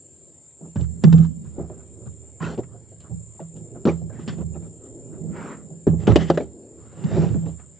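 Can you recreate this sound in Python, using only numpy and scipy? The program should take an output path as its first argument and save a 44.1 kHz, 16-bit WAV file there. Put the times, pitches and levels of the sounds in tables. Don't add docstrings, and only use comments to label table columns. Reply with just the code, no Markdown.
import sys
import numpy as np
from scipy import signal
from scipy.fft import rfft, irfft, next_fast_len
from scipy.io import wavfile
from scipy.ndimage import uniform_filter1d, map_coordinates

SR = 44100
rng = np.random.default_rng(int(sys.argv[2]) if len(sys.argv) > 2 else 0)


def wav_out(sig):
    wavfile.write(sys.argv[1], SR, np.round(np.clip(np.atleast_2d(sig).T, -1, 1) * 32767).astype(np.int16))


N = 343539

# pitch in Hz, relative level in dB, base decay by 60 dB in s, base rise in s.
HULL_MODES = [(77.1, -1, 1, 0.02), (93.7, -23.5, 0.95, 0.031), (107.6, 6, 0.13, 0.013),
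              (121, -2, 0.23, 0.0034), (148.8, -7.5, 0.4, 0.0013), (164.5, -1, 1, 0.0037),
              (184.26, -15, 0.43, 0.0069), (196, -2.5, .18, 0.0032), (227.9, 4, 0.17, 0.0029),
              (280, 2.5, 0.1, 0.0025), (275.3, -2, 0.14, 0.0015), (331.8, 3.5, 0.16, 0.0057),
              (378.6, 6, 0.11, 0.00066), (415, -14.5, 0.13, 0.00078), (442.5, -3, 0.16, 0.00074),
              (503.8, -4.5, 0.12, 0.00033), (560, -5.5, 0.22, 0.00098), (650, -4, 0.27, 0.0014),
              (706, -12, 0.26, 0.00083), (784, -7, 0.11, 0.0015), (953.2, -27.5, .08, .001),
              (1180, -13.5, .08, .001), (1285.5, -30, .08, .001)]
# start in s, knock level in dB, favoured knock pitch in Hz, clack level in dB,
# crack level in dB, decay of the contact noise by 60 dB in s, drum level in dB, boom level in dB,
# time free in s until a resting weight damps the bottom.
FLOOR_BLOWS = [(0.608, -30.5, 367, -67, -75.0, 0.033, -33, -41, 0.11),
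               (0.669, -30.5, 278, -71, -82, 0.029, -51.5, -52, 0.17),
               (0.757, -16.5, 210, -35.5, -51, 0.095, -18, -11.5, 0.12),
               (0.81, -28, 207, -51, -43.5, 0.021, -43, -19, 0.15),
               (1.038, -6.5, 226, -21, -24.5, 0.041, 1, -14, 0.19),
               (1.126, -12, 213, -30.5, -33, 0.051, -8.5, -9, 0.14),
               (1.18, -25, 207, -48.5, -43, 0.04, -11, -30.5, 0.066),
               (1.248, -46, 211, -46, -56, 0.04, -49, -40, 0.21),
               (1.438, -33.5, 207, -81.5, -77, 0.04, -52.5, -24, 0.33),
               (1.58, -16.5, 395, -61, -73, 0.035, -28, -21, 0.089),
               (1.697, -30, 560, -49, -72, 0.049, -36, -41.5, 0.12),
               (2.057, -26.5, 210, -68.5, -64, 0.028, -28, -23.5, 0.059),
               (2.166, -50.5, 277, -76, -79, 0.066, -49, -43, 0.38),
               (2.403, -46, 207, -35.5, -66.5, 0.063, -21.5, -34.5, 0.18),
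               (2.427, -22, 217, -29, -51, 0.031, -36.5, -26.5, 0.2),
               (2.576, -17.5, 259, -54, -50, 0.044, -46, -25, 0.041),
               (2.632, -43, 207, -48, -65, 0.094, -43.5, -44, 0.17),
               (2.741, -39, 555, -66.5, -81.5, 0.036, -53, -60, 0.28),
               (2.914, -37.5, 443, -62, -73.5, 0.04, -45.5, -46, 0.17),
               (3.001, -52, 627, -59.5, -58, 0.19, -53, -50.5, 0.12),
               (3.095, -25.5, 207, -62, -78, 0.035, -51.5, -21, 0.063),
               (3.113, -33, 207, -70.5, -75, 0.04, -25.5, -33, 0.1),
               (3.4, -23.5, 516, -48, -67, 0.15, -29.5, -49, 0.14),
               (3.549, -36, 256, -71.5, -70, 0.04, -38, -44, 0.095),
               (3.6, -42.5, 207, -76, -69, 0.043, -29.5, -49, 0.042),
               (3.747, -28.5, 430, -60.5, -75, 0.036, -41, -57, 0.12),
               (3.853, -3.5, 248, -27.5, -34, 0.049, -22.5, -25.5, 0.14),
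               (3.871, -30, 207, -28, -46, 0.04, -21, -28, 0.17),
               (3.887, -40, 326, -32, -47.5, 0.052, -37, -21.5, 0.09),
               (4.016, -26, 234, -64, -81, 0.045, -24.5, -22.5, 0.074),
               (4.096, -32, 545, -50, -80.5, 0.082, -49, -44, 0.15),
               (4.188, -30, 226, -43, -73, 0.047, -49, -52.5, 0.25),
               (4.277, -13, 193, -37, -37, 0.073, -21.5, -25.5, 0.098),
               (4.382, -28, 235, -59, -54, 0.043, -29.0, -24.5, 0.19),
               (4.412, -45, 211, -58, -62.5, 0.034, -83, -24, 0.17),
               (4.558, -30, 366, -55, -75, 0.037, -36.5, -37, 0.079),
               (4.622, -32, 250, -57, -66, 0.04, -34.5, -53, 0.14),
               (5.127, -39, 385, -67, -80.5, 0.036, -37.5, -42.5, 0.41),
               (5.703, -39, 655, -70, -86, 0.036, -35, -41, 0.227),
               (5.868, -2, 275, -37, -52.5, 0.15, -9.5, -8, 0.12),
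               (5.931, -13, 228, -66, -71, 0.04, -57, -28, 0.14),
               (6.07, -36, 210, -22.5, -30.5, 0.085, -9, -23, 0.069),
               (6.077, 4, 244, -18, -46, 0.02, -21, -1.5, 0.066),
               (6.12, -14.0, 207, -17, -38, 0.011, -25.5, -17, 0.093),
               (6.158, -0.5, 393, -15.5, -19.5, 0.059, -20, -35.5, 0.11),
               (6.3, -3.5, 417, -14.5, -26.5, 0.047, -18, -30, 0.083),
               (6.374, -8.0, 530, -22, -33, 0.048, -59.5, -39.5, 0.11),
               (6.402, -13.5, 368, -39.5, -59, 0.049, -37.5, -30.5, 0.074),
               (7.038, -36, 261, -43, -47.5, 0.071, -12.5, -30.5, 0.029),
               (7.112, -18, 400, -39, -55.0, 0.042, -19.5, -11.5, 0.041),
               (7.167, -13, 415, -36, -46.5, 0.026, -10.5, -16.5, 0.062),
               (7.229, -31, 444, -46, -52, 0.069, -20, -29, 0.1),
               (7.287, -37, 240, -47.0, -45, 0.037, -62, -14, 0.088),
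               (7.342, -18.5, 205, -38.5, -56, 0.04, -15, -46, 0.17),
               (7.46, -36.5, 354, -48, -55, 0.049, -37, -22.5, 0.12),
               (7.595, -55, 206, -49.5, -65.5, 0.11, -64, -61, 0.11)]
# pitch in Hz, left minus right level in dB.
LEFT_LEVEL = [(77, -13), (88, -7), (108, -9), (120, -10), (148, -2), (166, -4), (184, 1), (196, -6),
              (222, -1), (270, .5)]
# pitch in Hz, phase lead of the left in rad.
LEFT_PHASE = [(88, 2), (108, -.3), (120, .4), (166, .5), (184, -1.8), (196, 1.5), (222, .4), (270, .12),
              (1300, .15)]


def blows():
    # pitch in Hz, scatter in rad.
    place_scatter = [(120, 1.2), (200, .8), (270, .25), (500, .1), (1300, .3)]
    # frequency in Hz, relative level in dB.
    clack_colour = [(500, -0.5), (800, 6), (1300, 0.5), (1800, -2.5), (2500, -17), (3200, -16),
                    (5000, -85.5)]
    # frequency in Hz, relative level in dB.
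    crack_colour = [(1350, -34.5), (2300, -4), (2700, 3), (4830, -7), (6820, -14), (7480, -11.5),
                    (9090, -28), (11800, -60), (20000, -120)]
    least_ring_share, ring_share_per_free_s = 0.15, 1.39
    hard_touch_s, hard_crack_db = 0.001, -25
    softer_db_per_db = 0.2

    hz, mode_db, t60, rise = np.transpose(HULL_MODES)[..., None]
    left_gain, lead = amp(along(LEFT_LEVEL, hz)), along(LEFT_PHASE, hz)
    scatter = along(place_scatter, hz)
    part = part_of_hull(hz)
    length = SR * 2 // 3
    t = np.arange(length) / SR
    ring, contact = np.zeros((2, N + SR)), np.zeros((2, N + SR))
    chance = rng.standard_normal((len(FLOOR_BLOWS), len(HULL_MODES), 1))
    for row, draw in zip(FLOOR_BLOWS, chance):
        s, knock_db, centre_hz, clack_db, crack_db, contact_t60, drum_db, boom_db, free = row
        other_draw = draw[::-1]
        near_db = -12 * np.log2(hz / centre_hz) ** 2
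        strength_db = np.choose(part, [knock_db + near_db, drum_db, boom_db])

        ring_share = least_ring_share + ring_share_per_free_s * min(free, 0.25)
        plate_loss_db = 60 * t / (t60 * ring_share)
        damped_db = np.minimum(7 * (t / max(free, 0.02)) ** 3, 24 + 40 * t)
        bottom_loss_db = 60 * t / t60 + damped_db / np.maximum(part, 1)
        loss_db = np.where(part == 0, plate_loss_db, bottom_loss_db)

        touch = hard_touch_s * amp(softer_db_per_db * (hard_crack_db - crack_db))
        swell = (1 - np.exp(-t / (rise + touch))) ** 2
        fade = amp(mode_db + strength_db + 1.8 * draw - loss_db) * swell
        plate_cycles = hz * (1 + 0.05 * other_draw) * t
        bottom_cycles = hz * (t + s)
        phase = 2 * np.pi * np.where(part == 0, plate_cycles, bottom_cycles)
        left_phase = phase + lead + scatter * other_draw

        at = round(s * SR)
        ring[0, at:at + length] += np.sum(fade * left_gain * np.sin(left_phase), axis=0)
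        ring[1, at:at + length] += np.sum(fade * np.sin(phase), axis=0)
        burst = amp(-60 * t / max(contact_t60, 0.003)) * (1 - np.exp(-t / (0.5 * touch)))
        contact[:, at:at + length] += amp([[clack_db], [crack_db]]) * burst

    clack_gain, crack_gain = contact[:, :N]
    clack = clack_gain * rush(clack_colour, [(1000, 0.91)], pan_db=0.4, patchy_db=3.5)
    crack = crack_gain * rush(crack_colour, [(1000, 0.88)], pan_db=2.5, patchy_db=2.5)
    return ring[:, :N] + clack + crack


def taps():
    # start in s, pitch in Hz about which the two modes scatter, level of each mode before its
    # rise and decay in dB, decay by 60 dB in s.
    gear_taps = [(.139, 700, -74, 0.023), (1.04, 1890, -29.5, .04), (1.185, 1300, -46, .05),
                 (1.25, 1190, -49, .05), (1.45, 960, -56, 0.059), (1.46, 1650, -61, .05),
                 (2.405, 1044, -36.5, 0.094), (2.442, 2750, -35, .05), (2.577, 890, -42, 0.043),
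                 (2.635, 2020, -57, 0.069), (3.002, 810, -60, .03), (3.394, 820, -35.5, 0.044),
                 (3.89, 2350, -27.5, .04), (4.017, 685, -44.5, 0.052), (4.102, 1750, -53.5, 0.12),
                 (4.54, 2490, -59, .08), (4.63, 2480, -65, 0.1), (4.195, 1280, -48, 0.045),
                 (5.703, 764, -54, 0.064), (6.078, 830, -16.5, 0.053), (6.12, 880, -30, 0.027),
                 (6.406, 650, -29, 0.04), (6.406, 2370, -40, 0.029), (7.135, 1800, -44, .04)]
    split = 0.05
    out, t = np.zeros(N + SR), np.arange(SR // 5) / SR
    chance = rng.standard_normal((len(gear_taps), 2, 1))
    for (s, hz, db, t60), draw in zip(gear_taps, chance):
        pair = np.sin(2 * np.pi * hz * (1 + split * draw) * t).sum(axis=0)
        fade = amp(db - 60 * t / t60) * (1 - np.exp(-t / 0.0015))
        at = round(s * SR)
        out[at:at + len(t)] += fade * pair
    return out[:N]


def drag():
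    # frequency in Hz, relative level in dB.
    rasp_colour = [(500, -42), (750, -6.5), (950, 2.5), (1300, 5), (1600, -3), (2200, -30.5), (4000, -85)]
    # frequency in Hz, relative level in dB.
    scuff_colour = [(900, -55), (1400, 0.5), (1800, 7.5), (2400, 1.5), (2900, -5.5), (4000, -42.5)]
    # frequency in Hz, relative level in dB.
    hiss_colour = [(1800, -52.5), (2600, 4.5), (3000, 7), (3700, 4.5), (5000, -1), (6500, -2),
                   (9000, -43.5)]
    shake_gain, rasp_gain, scuff_gain, hiss_gain = slides()
    knock_db = np.transpose(FLOOR_BLOWS)[1]
    rattle_gain = after_blows(knock_db - 17.5, t60=0.14)

    slips = wobble(60)
    force = amp(3 * slips) * rng.standard_normal(N)
    pressed_plates = hull_part(0, damping=1.8, top_hz=838)
    shake = (shake_gain + rattle_gain) * unit(filtered(force, pressed_plates))

    grit = amp(0.6 * slips + 0.47 * wobble(340))
    rasp = rasp_gain * rush(rasp_colour, [(1000, 0.82)], pan_db=-0.5, patchy_db=3, shape=grit)
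    scuff = scuff_gain * rush(scuff_colour, [(1000, 0.88)], pan_db=0.5, patchy_db=2.6, shape=grit)
    hiss = hiss_gain * rush(hiss_colour, [(1000, 0.85)], pan_db=1.5, patchy_db=2.6, shape=grit)
    return shake + rasp + scuff + hiss


def slides():
    # full at s, rise in s, hold in s, fall in s,
    # then the levels in dB of shake, rasp, scuff and hiss.
    floor_slides = [(.66, 0.13, 0, 0.039, -46.5, -62.5, -93, -88),
                    (0.798, 0.037, 0.049, 0.043, -46, -60, -66, -63.5),
                    (1.03, .02, 0.22, .09, -44.5, -54.5, -62, -61.5),
                    (1.45, 0.041, 0.0096, 0.11, -60, -63.5, -75, -74),
                    (1.599, 0.09, 0.0079, 0.16, -36, -56, -68, -82),
                    (1.72, 0.072, 0.11, 0.054, -51.5, -67.5, -76, -84),
                    (1.805, 0.014, 0, 0.028, -59, -59, -71, -83),
                    (2.019, 0.04, 0.012, 0.045, -44, -71, -82, -88),
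                    (2.069, 0.044, 0.01, 0.03, -52, -53.5, -72, -70),
                    (2.25, .1, 0.053, 0.046, -54.5, -78, -83, -91),
                    (2.424, 0.029, 0.048, 0.12, -34, -36.5, -46, -49.5),
                    (2.508, .04, .04, 0.024, -34, -61, -64, -58),
                    (2.588, 0.011, 0.0098, 0.031, -30, -67, -64, -60),
                    (2.715, 0.11, 0.055, .06, -56.5, -67.5, -86, -86),
                    (3.046, 0.03, 0.035, .04, -49, -61.5, -78, -80.5),
                    (3.351, 0.036, 0.032, 0.036, -56, -75, -91, -88),
                    (3.566, 0.018, 0.0034, 0.08, -44, -67, -69, -64.5),
                    (3.757, 0.023, 0.0077, 0.076, -45, -53.5, -73, -82),
                    (3.873, 0.016, 0.022, 0.085, -23.5, -38.5, -45.5, -48),
                    (4.13, 0.034, 0.047, 0.055, -44, -59.5, -63, -72),
                    (4.198, 0.021, 0.043, .04, -48, -58, -61, -62),
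                    (4.288, 0.021, 0, 0.08, -37, -40, -43.5, -42.5),
                    (4.41, 0.12, 0.016, 0.033, -37, -55.5, -64, -70),
                    (4.559, 0.033, 0.013, 0.029, -39, -56.5, -65, -82),
                    (4.64, 0.12, 0.041, 0.023, -49, -66, -75, -76),
                    (4.865, 0.14, 0.008, .04, -53, -62, -77, -72),
                    (5.14, 0.06, 0.014, .08, -67, -59.5, -70, -91),
                    (5.369, 0.094, 0.16, 0.13, -37.5, -44.5, -50.5, -61),
                    (6.007, 0.062, 0.035, 0.025, -38.5, -55.5, -59, -60),
                    (6.098, 0.06, 0.018, 0.12, -27, -40.5, -42.5, -46.5),
                    (6.195, 0.037, 0.034, 0.085, -31.5, -40.5, -41.5, -44),
                    (6.284, 0.033, 0.016, 0.018, -44, -57, -51.5, -51),
                    (6.344, 0.088, 0.018, 0.019, -46, -54, -57, -55),
                    (6.394, 0.017, 0.014, 0.083, -55, -52, -53.5, -54.5),
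                    (6.787, 0.0305, 0.3, 0.15, -79, -66.5, -80, -91),
                    (7.133, 0.3, 0.11, 0.21, -27.5, -47.5, -49, -50.5),
                    (7.364, 0.044, .07, 0.063, -54, -68, -74.5, -77),
                    (7.47, .03, 0.024, 0.043, -37.5, -58, -71, -65),
                    (7.522, 0.051, 0.005, 0.069, -52, -73, -77, -73.5),
                    (7.595, 0.037, 0.0072, 0.12, -54.5, -60, -67, -76)]
    range_db = 30
    roundness = 0.93
    t, gains = np.arange(N) / SR, 0
    for s, rise, hold, fall, *levels_db in floor_slides:
        before = np.maximum((s - t) / max(rise, 0.005), 0)
        after = np.maximum((t - s - hold) / max(fall, 0.005), 0)
        swell = amp(-range_db * (before + after) ** roundness)
        gains = gains + amp(levels_db)[:, None] * swell
    return uniform_filter1d(gains, size=330, axis=1)


def murmur():
    # time in s, mean levels in dB of knock, drum and boom, about which each wavers.
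    hull_murmur = [(0.0, -61.5, -65.5, -72.5), (0.56, -65, -67, -66), (1.0, -53, -36, -46.5),
                   (1.23, -59, -30.5, -56.5), (1.8, -53.5, -57.5, -50), (3.38, -61.5, -60.5, -46.5),
                   (3.75, -45, -67.5, -45), (4.4, -53, -30.5, -41), (4.86, -48, -64.5, -46.5),
                   (5.29, -44, -33.5, -46), (5.88, -55, -51, -53), (6.05, -42.5, -30.5, -24.5),
                   (6.25, -42, -24, -49), (6.44, -45, -78, -67), (6.75, -46, -68, -48),
                   (7.03, -78, -36, -42), (7.22, -42, -26.5, -33), (7.35, -49, -24, -35),
                   (7.55, -59.5, -60, -56.5), (7.79, -65.5, -58, -68)]
    plates_gain, drum_gain, boom_gain = amp(curves(hull_murmur) + 2.2 * wobble(7))
    drum_db, boom_db = np.transpose(FLOOR_BLOWS)[6:8] - 23
    drum_gain = drum_gain + after_blows(drum_db, t60=0.73)
    boom_gain = boom_gain + after_blows(boom_db, t60=0.73)

    force, nearby = rng.standard_normal((3, N)), rng.standard_normal((2, 2, N))
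    drum_force, boom_force = force[1:, None] + 1.2 * nearby
    loaded = 2.2
    plate_modes = hull_part(0, loaded, top_hz=644, centre_hz=366, narrow_db=32.5)
    plates = plates_gain * unit(filtered(force[0], plate_modes))
    drum = drum_gain * unit(filtered(drum_force, hull_part(1, loaded, top_hz=230)))
    boom = boom_gain * unit(filtered(boom_force, hull_part(2, damping=0.73, top_hz=149)))
    return plates + drum + boom


def part_of_hull(hz):
    boom_top_hz, drum_top_hz = 135, 205
    return (hz < drum_top_hz) * 1 + (hz < boom_top_hz)


def hull_part(part, damping, top_hz, centre_hz=380, narrow_db=0):
    def response(f):
        out = 0
        for hz, db, t60, _ in HULL_MODES:
            if part_of_hull(hz) == part:
                width = np.log(1000) / np.pi / t60 * damping
                near_db = -narrow_db * np.log2(hz / centre_hz) ** 2
                resonance = 1j * f * np.sqrt(width) / (hz * hz - f * f + 1j * f * width)
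                left = amp(along(LEFT_LEVEL, hz)) * np.exp(1j * along(LEFT_PHASE, hz))
                out = out + amp(db + near_db) * resonance * np.array([[left], [1]])
        return out / (1 + (f / top_hz) ** 4)
    return response


def after_blows(levels_db, t60, build_s=0.0048):
    kicks = np.zeros(N)
    starts = np.round(np.transpose(FLOOR_BLOWS)[0] * SR).astype(int)
    kicks[starts] = amp(levels_db)
    build = np.exp(-1 / (build_s * SR))
    decay = amp(-60 / (t60 * SR))
    return signal.lfilter([1 - build], np.convolve([1, -build], [1, -decay]), kicks)


def insects():
    # time in s, low band level in dB.
    chorus_level = [(0.0, -52), (0.87, -50.5), (1.54, -54), (2.1, -50), (2.84, -54), (3.32, -49),
                    (4.06, -53.5), (4.4, -50.5), (6.18, -52.5), (6.59, -55), (7.35, -51), (7.79, -53)]
    # frequency in Hz, relative level in dB.
    low_song = [(3820, -58.5), (6500, -69.5), (6740, -3), (7180, 14), (7590, 12.5), (7870, -8),
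                (8050, -11.5), (10500, -49), (17700, -120)]
    # frequency in Hz, relative level in dB.
    high_song = [(4740, -34), (8050, -14.5), (8190, 22.5), (8440, 27), (8790, 22), (9010, 4.5), (9090, -24),
                 (11800, -45.5), (20000, -120)]
    level, = amp(curves(chorus_level))
    flutter = amp(1.3 * wobble(160) + 0.27 * wobble(25))
    alike = [(7000, 0.86), (8600, 0.8)]  # Hz, likeness of the two microphones
    low = rush(low_song, alike, pan_db=1.5, patchy_db=1.0, shape=flutter)
    high = rush(high_song, alike, pan_db=1.0, patchy_db=-1.0, shape=flutter)
    high_under_db = 12.5
    return level * (low + amp(-high_under_db) * high)


def river_air():
    # frequency in Hz, relative level in dB.
    air_colour = [(20, -23.5), (90, 7), (300, -11.5), (570, -7), (750, -18.5), (1000, -20.5), (1400, -26.5),
                  (2000, -26.5), (2400, -27), (3200, -28.5), (4500, -28.5), (5800, -28.5), (6400, -37.5),
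                  (9000, -54)]
    # frequency in Hz, likeness from 0 to 1.
    port_likeness = [(60, .2), (150, .6), (300, .97), (700, .97), (1500, .8), (5000, .6)]
    return amp(-58) * rush(air_colour, port_likeness, pan_db=3.5, patchy_db=3.0)


def rush(spectrum, alike, pan_db, patchy_db, shape=1):
    z = signal.stft(shape * rng.standard_normal((2, N)), nperseg=512)[2]
    field = uniform_filter1d(rng.standard_normal(z.shape[1:]), size=3, axis=0)
    field = uniform_filter1d(field, size=15, axis=1)
    both = signal.istft(z * amp(patchy_db * unit(field)), nperseg=512)[1][:, :N]

    def mid_side(hz):
        turn = np.arccos(np.clip(along(alike, hz), -1, 1)) / 2
        return amp(along(spectrum, hz)) * np.array([np.cos(turn), np.sin(turn)])

    mid, side = filtered(both, mid_side)
    return unit(np.array([mid + side, mid - side])) * amp([[pan_db / 2], [-pan_db / 2]])


def amp(db):
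    return 10 ** (np.asarray(db) / 20)


def unit(x):
    return x / np.sqrt(np.mean(x ** 2) + 1e-20)


def along(points, hz):
    f, v = np.transpose(points)
    return np.interp(np.log(hz + 1), np.log(f + 1), v)


def curves(rows):
    s, *cols = np.transpose(rows)
    t = np.arange(N) / SR
    return np.array([np.interp(t, s, c, left=-150, right=-150) for c in cols])


def wobble(rate):
    knots = rng.standard_normal(int(N * rate / SR) + 4)
    return map_coordinates(knots, [np.arange(N) * rate / SR])


def filtered(x, response):
    m = next_fast_len(N + SR)
    return irfft(rfft(x, m) * response(np.fft.rfftfreq(m, 1 / SR)), m)[..., :N]


def scene():
    return blows() + taps() + drag() + murmur() + insects() + river_air()


def record(dry):
    bass_hz, ceiling, top_hz = 36, 0.97, 9100
    thin = filtered(dry, lambda hz: (1j * hz / (1j * hz + bass_hz)) ** 3)
    soft = thin / (1 + np.abs(thin / ceiling) ** 6) ** (1 / 6)
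    return filtered(soft, lambda hz: hz < top_hz)


dry = scene()
out = record(dry)
wav_out(out)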